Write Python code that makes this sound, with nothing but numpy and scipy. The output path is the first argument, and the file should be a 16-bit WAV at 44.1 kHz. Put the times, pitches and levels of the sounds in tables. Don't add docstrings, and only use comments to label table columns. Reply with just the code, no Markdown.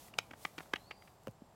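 import sys
import numpy as np
from scipy import signal
from scipy.fft import rfft, irfft
from scipy.io import wavfile

SR = 44100
rng = np.random.default_rng(int(sys.argv[2]) if len(sys.argv) > 2 else 0)


def master_out(mix):
    frames = np.transpose(np.atleast_2d(mix))
    ceiling = np.clip(frames, -1, 1)
    pcm = np.round(ceiling * 32767).astype(np.int16)
    wavfile.write(sys.argv[1], SR, pcm)


N = 68355


def hoof(heel_s, db, lead_s, toe_db, lag_s, settle_db, bright_hz, snap_db,
         pitch_hz, ring_db, bass_db, crunch_db, crunch_s):
    # frequency in Hz, gain in dB.
    clack_eq = [(40, -27.5), (150, 2.5), (400, 5), (800, 8.5), (1400, 9), (2300, 11), (3200, 12.5),
                (4200, 7.5), (6000, 9), (10000, 1.5), (16000, 0.5)]
    # frequency in Hz, gain in dB, seconds to fall 60 dB.
    board_modes = [(860, -42, 0.0054), (1300, -31, 0.0096), (1650, -33.5, 0.0048), (1975, -36, 0.0064),
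                   (2350, -38.5, 0.008), (2900, -39, 0.004)]
    t, hz = grid()
    preroll_s, crunch_rise_s = .01, 0.0036
    since_heel = t - preroll_s
    envelope = np.exp(-np.maximum(since_heel / crunch_s, -since_heel / crunch_rise_s))
    fade_in = np.clip(t / (preroll_s - lead_s), 0, 1) ** 2
    crunch = rng.standard_normal(len(t)) * envelope * fade_in
    force = amp(crunch_db) * crunch / np.linalg.norm(crunch)
    add(force, preroll_s, np.ones(1))
    add(force, preroll_s - lead_s, amp([toe_db]))
    add(force, preroll_s + lag_s, amp([settle_db]))
    rolloff_order, shelf_hz, half_width_hz = 2.96, 450, 394
    treble = 1 / np.sqrt(1 + (hz / bright_hz) ** (2 * rolloff_order)) + amp(snap_db)
    shelf_db = bass_db / (1 + (hz / shelf_hz) ** 4)
    peak_db = ring_db / (1 + ((hz - pitch_hz) / half_width_hz) ** 2)
    tone = click(colour(clack_eq, hz) * treble * amp(shelf_db + peak_db))
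    clack = signal.fftconvolve(force, tone)[:len(t)]
    smear_s, smear_hz = 0.000695, 3500
    phase_lag = 2 * np.pi * smear_s * smear_hz * np.arctan(np.fft.rfftfreq(len(t), 1 / SR) / smear_hz)
    clack = irfft(rfft(clack) * np.exp(-1j * phase_lag))
    board = signal.fftconvolve(clack, ring(board_modes, t))[:len(t)]
    return heel_s - preroll_s, amp(db) * (clack + board)


def hopping_goats():
    # heel time in seconds, gain in dB, toe lead in seconds, toe in dB,
    # settle lag in seconds, settle in dB, brightness in Hz, snap in dB, pitch in Hz, ring in dB,
    # bass in dB, crunch in dB, crunch decay in seconds.
    strikes = [(.0848, -51, .002, 6, .001, -8, 2600, -25, 2150, 12, 6, -4, 0.0013),
               (0.1402, -45.5, .0012, 0.5, 0.00066, -3, 4050, -18, 2810, 12, -12, 6.5, 0.00093),
               (0.1878, -15.5, 0.0013, 1, 0.00077, -2, 6030, -18.5, 2350, 4, -5, -1.5, 0.0042),
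               (0.3124, -35.5, 0.0027, -5, .00086, -7, 2940, -16.5, 2350, 7, 21, 2, 0.0027),
               (0.3379, -38, 0.0032, 3.5, 0.0013, -3, 2490, -26, 1550, 2.5, 5.5, 6.5, .002),
               (0.4532, -16, 0.0025, -1.5, 0.00094, -8, 3020, -22.5, 2140, 8, -1.5, -7, 0.0022),
               (.5820, -29.5, 0.0007, -3.5, 0.0021, -4.5, 3420, -12, 2600, 5.5, 12, -2, 0.0052),
               (0.5875, -30.5, 0.0021, 0, 0.00048, -2, 4400, -24, 2700, 7, 8.5, -3, 0.0013),
               (0.598, -40.5, 0.0011, -22, 0.0008, -5, 1700, -22, 1410, 3.5, -10, 9, 0.0032),
               (0.6084, -33, 0.00281, 5.5, 0.0024, -11, 2060, -21, 1790, 6, 7, -2, 0.0028),
               (0.6327, -48, 0.0045, -17, 0.00086, -8, 3500, -12, 2670, 2, -6, 3.5, 0.0033),
               (0.6574, -47.5, 0.0017, -17, 0.0014, -4, 1680, -23, 1520, 12, -3, 2, 0.0037),
               (.7380, -15, 0.001875, 2.5, .00059, -4.5, 2900, -24.5, 1650, 3.5, 2.5, 1, 0.0024),
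               (0.7608, -31, .00132, 3, 0.0011, -1, 3700, -27, 2990, 14, -17, 6.5, 0.0031),
               (0.9115, -24, 0.0025, -6, 0.0023, -10, 2900, -32, 2340, 6.5, -2.5, -18, .002),
               (0.9161, -31, 0.0042, -2.5, 0.0011, -11, 3240, -32, 2590, 8, -5, -3, 0.004),
               (1.0235, -45, 0.0013, -3, 0.00066, -6, 3320, -19, 2070, 7, -11, 1.5, 0.0023),
               (1.0790, -48, 0.0034, 5, 0.00084, -5, 3030, -29, 2560, 7.5, -20, 4, 0.0058)]
    return track(hoof, strikes)


def pen_echo(steps):
    # frequency in Hz, relative gain in dB.
    echo_eq = [(100, 2), (600, -10.5), (1500, -12.5), (2300, -7), (3500, -11), (8000, -17.5), (16000, -24)]
    echo_db, t60_s, delay_s = -22, 0.15, 0.0017
    t, _ = grid(size=16384)
    tail = tinted(rng.standard_normal(len(t)), echo_eq) * decay(t, t60_s) * (t > delay_s)
    return amp(echo_db) * signal.fftconvolve(steps, tail / np.linalg.norm(tail))[:N]


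def bump(start_s, db, start_hz, end_hz, decay_s, hollow_db):
    # frequency in Hz, gain in dB, seconds to fall 60 dB.
    hollow_modes = [(435, -2.5, 0.08), (519.5, 4, 0.082)]
    rise_s, sag_s = 0.00053, 0.0033
    t, _ = grid()
    hz = end_hz + (start_hz - end_hz) * np.exp(-t / sag_s)
    thump = amp(db) * np.exp(-t / decay_s) * np.sin(2 * np.pi * np.cumsum(hz) / SR)
    attack = 1 - np.exp(-t / rise_s)
    return start_s, attack * (thump + amp(hollow_db) * ring(hollow_modes, t))


def tick(start_s, db, body_db):
    # frequency in Hz, gain in dB.
    tick_eq = [(100, 6), (700, -0.5), (1500, 10), (2000, -5), (2800, 8), (4000, -0.5), (7000, 0),
               (11000, -4), (15500, 0)]
    grit_db, grit_decay_s, body_hz = 4.5, 0.0012, 3500
    t, hz = grid()
    grit = rng.standard_normal(len(t)) * np.exp(-t / grit_decay_s)
    force = amp(grit_db) * grit / np.linalg.norm(grit) + (t == 0)
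    tone = click(colour(tick_eq, hz) * amp(body_db / (1 + (hz / body_hz) ** 2)))
    return start_s, amp(db) * signal.fftconvolve(force / np.linalg.norm(force), tone)[:len(t)]


def close_knocks():
    # start in seconds, thump gain in dB,
    # start pitch in Hz, end pitch in Hz, decay in seconds, hollow ring gain in dB.
    bumps = [(.1862, -33, 530, 450, 0.003, -64), (0.4529, -45, 230, 170, 0.0052, -70),
             (1.2735, -36, 430, 141, 0.0046, -41), (1.2861, -36, 287, 100, 0.0084, -50.5),
             (1.4203, -39.5, 374, 145, 0.0046, -73)]
    # start in seconds, gain in dB, body boost or cut in dB.
    ticks = [(1.2355, -40, -25), (1.2620, -47, -25), (1.2715, -35, 19), (1.2810, -38, 12.5),
             (1.3117, -39, -23)]
    return track(bump, bumps) + track(tick, ticks)


def far_bird():
    # time in seconds, pitch in Hz, level in dB.
    whistle = [(.76, 3700, -76), (.79, 4030, -70), (.83, 4150, -73), (.87, 4390, -69), (.92, 4754, -70),
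               (.99, 4770, -72.5), (1.04, 4750, -78), (1.11, 4800, -91)]
    echo_gain = amp(-0.5)
    t = np.arange(N) / SR
    singing = (t > whistle[0][0]) & (t < whistle[-1][0])
    call = singing * amp(curve(whistle, column=2)) * fuzzy_tone(curve(whistle), width_hz=73)
    woods = rng.standard_normal(N) * decay(t, t60_s=.55)
    echo = signal.fftconvolve(call, woods / np.linalg.norm(woods))[:N]
    return (call + echo_gain * echo) / np.hypot(1, echo_gain)


def outdoors():
    # frequency in Hz, relative gain in dB.
    wash_eq = [(20, -12), (40, -3.5), (70, -1), (115, 1), (180, -0.5), (280, -6), (450, -6), (750, -2.5),
               (1050, -8), (1500, -16.5), (2500, -22), (5000, -25), (16000, -40)]
    hiss_eq = [(100, -11), (1000, -5), (2200, -2), (4000, 0.5), (7000, 1), (10000, 1), (14000, 0),
               (15500, -3.5)]
    # time in seconds, level in dB.
    wash_fader = [(0, -60.5), (.7, -61), (1.15, -63.5), (1.55, -64)]
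    hiss_fader = [(0, -59.5), (.08, -61), (.12, -75.5), (.22, -69.5), (.35, -74.5), (.39, -65), (.44, -58),
                  (.49, -66.5), (.55, -69), (.62, -63), (.69, -71), (.8, -70), (.95, -78), (1.06, -69.5),
                  (1.18, -79), (1.28, -73.5), (1.36, -81), (1.55, -80)]
    crackles_per_s, crackle_db, spread_db = 150, -12, 7
    wash = amp(curve(wash_fader)) * unit(tinted(rng.standard_normal(N), wash_eq))
    smooth = rng.standard_normal(N)
    crackle = (rng.random(N) < crackles_per_s / SR) * amp(spread_db * rng.uniform(-1, 1, N))
    hiss = amp(curve(hiss_fader)) * unit(tinted(smooth + amp(crackle_db) * unit(crackle), hiss_eq))
    whine = amp(-85.5) * fuzzy_tone(hz=7570, width_hz=220)
    return wash + hiss + whine


def amp(db):
    return 10 ** (np.asarray(db) / 20)


def unit(x):
    return x / np.sqrt(np.mean(x ** 2) + 1e-20)


def colour(points, hz):
    f, db = np.transpose(points)
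    return amp(np.interp(np.log(hz + 1), np.log(f + 1), db))


def tinted(x, points):
    return irfft(rfft(x) * colour(points, np.fft.rfftfreq(len(x), 1 / SR)), len(x))


def curve(rows, column=1):
    rows = np.array(rows)
    return np.interp(np.arange(N) / SR, rows[:, 0], rows[:, column])


def add(mix, start_s, sound):
    part = mix[max(round(start_s * SR), 0):][:len(sound)]
    part += sound[:len(part)]


def track(voice, rows):
    mix = np.zeros(N)
    for row in rows:
        add(mix, *voice(*row))
    return mix


def grid(size=4096):
    return np.arange(size) / SR, abs(np.fft.fftfreq(size, 1 / SR))


def click(gain):
    log_gain = np.log(np.maximum(gain, 1e-5))
    return np.fft.ifft(np.exp(np.conj(signal.hilbert(log_gain)))).real


def decay(t, t60_s):
    return np.exp(-np.log(1000) * t / t60_s)


def ring(modes, t):
    return sum(amp(db) * decay(t, t60_s) * np.sin(2 * np.pi * hz * t) for hz, db, t60_s in modes)


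def fuzzy_tone(hz, width_hz):
    f = np.fft.fftfreq(N, 1 / SR)
    spectrum = np.fft.fft(rng.standard_normal(N)) * np.exp(2j * np.pi * rng.random(N))
    flutter = np.fft.ifft(spectrum / (1 + (2 * f / width_hz) ** 2))
    carrier = np.exp(2j * np.pi * np.cumsum(hz * np.ones(N)) / SR)
    return unit((flutter * carrier).real)


def scene():
    background = outdoors() + far_bird()
    close = close_knocks()
    steps = hopping_goats()
    return (steps + pen_echo(steps) + close + background)[None]


def record(dry):
    low_cut_hz, high_cut_hz = 25, 16150
    thinned = signal.sosfilt(signal.butter(2, low_cut_hz, "highpass", fs=SR, output="sos"), dry)
    high_cut = signal.firwin(511, high_cut_hz, window=("kaiser", 9), fs=SR)
    return signal.oaconvolve(thinned, high_cut[None], "same")


dry = scene()
out = record(dry)
master_out(out)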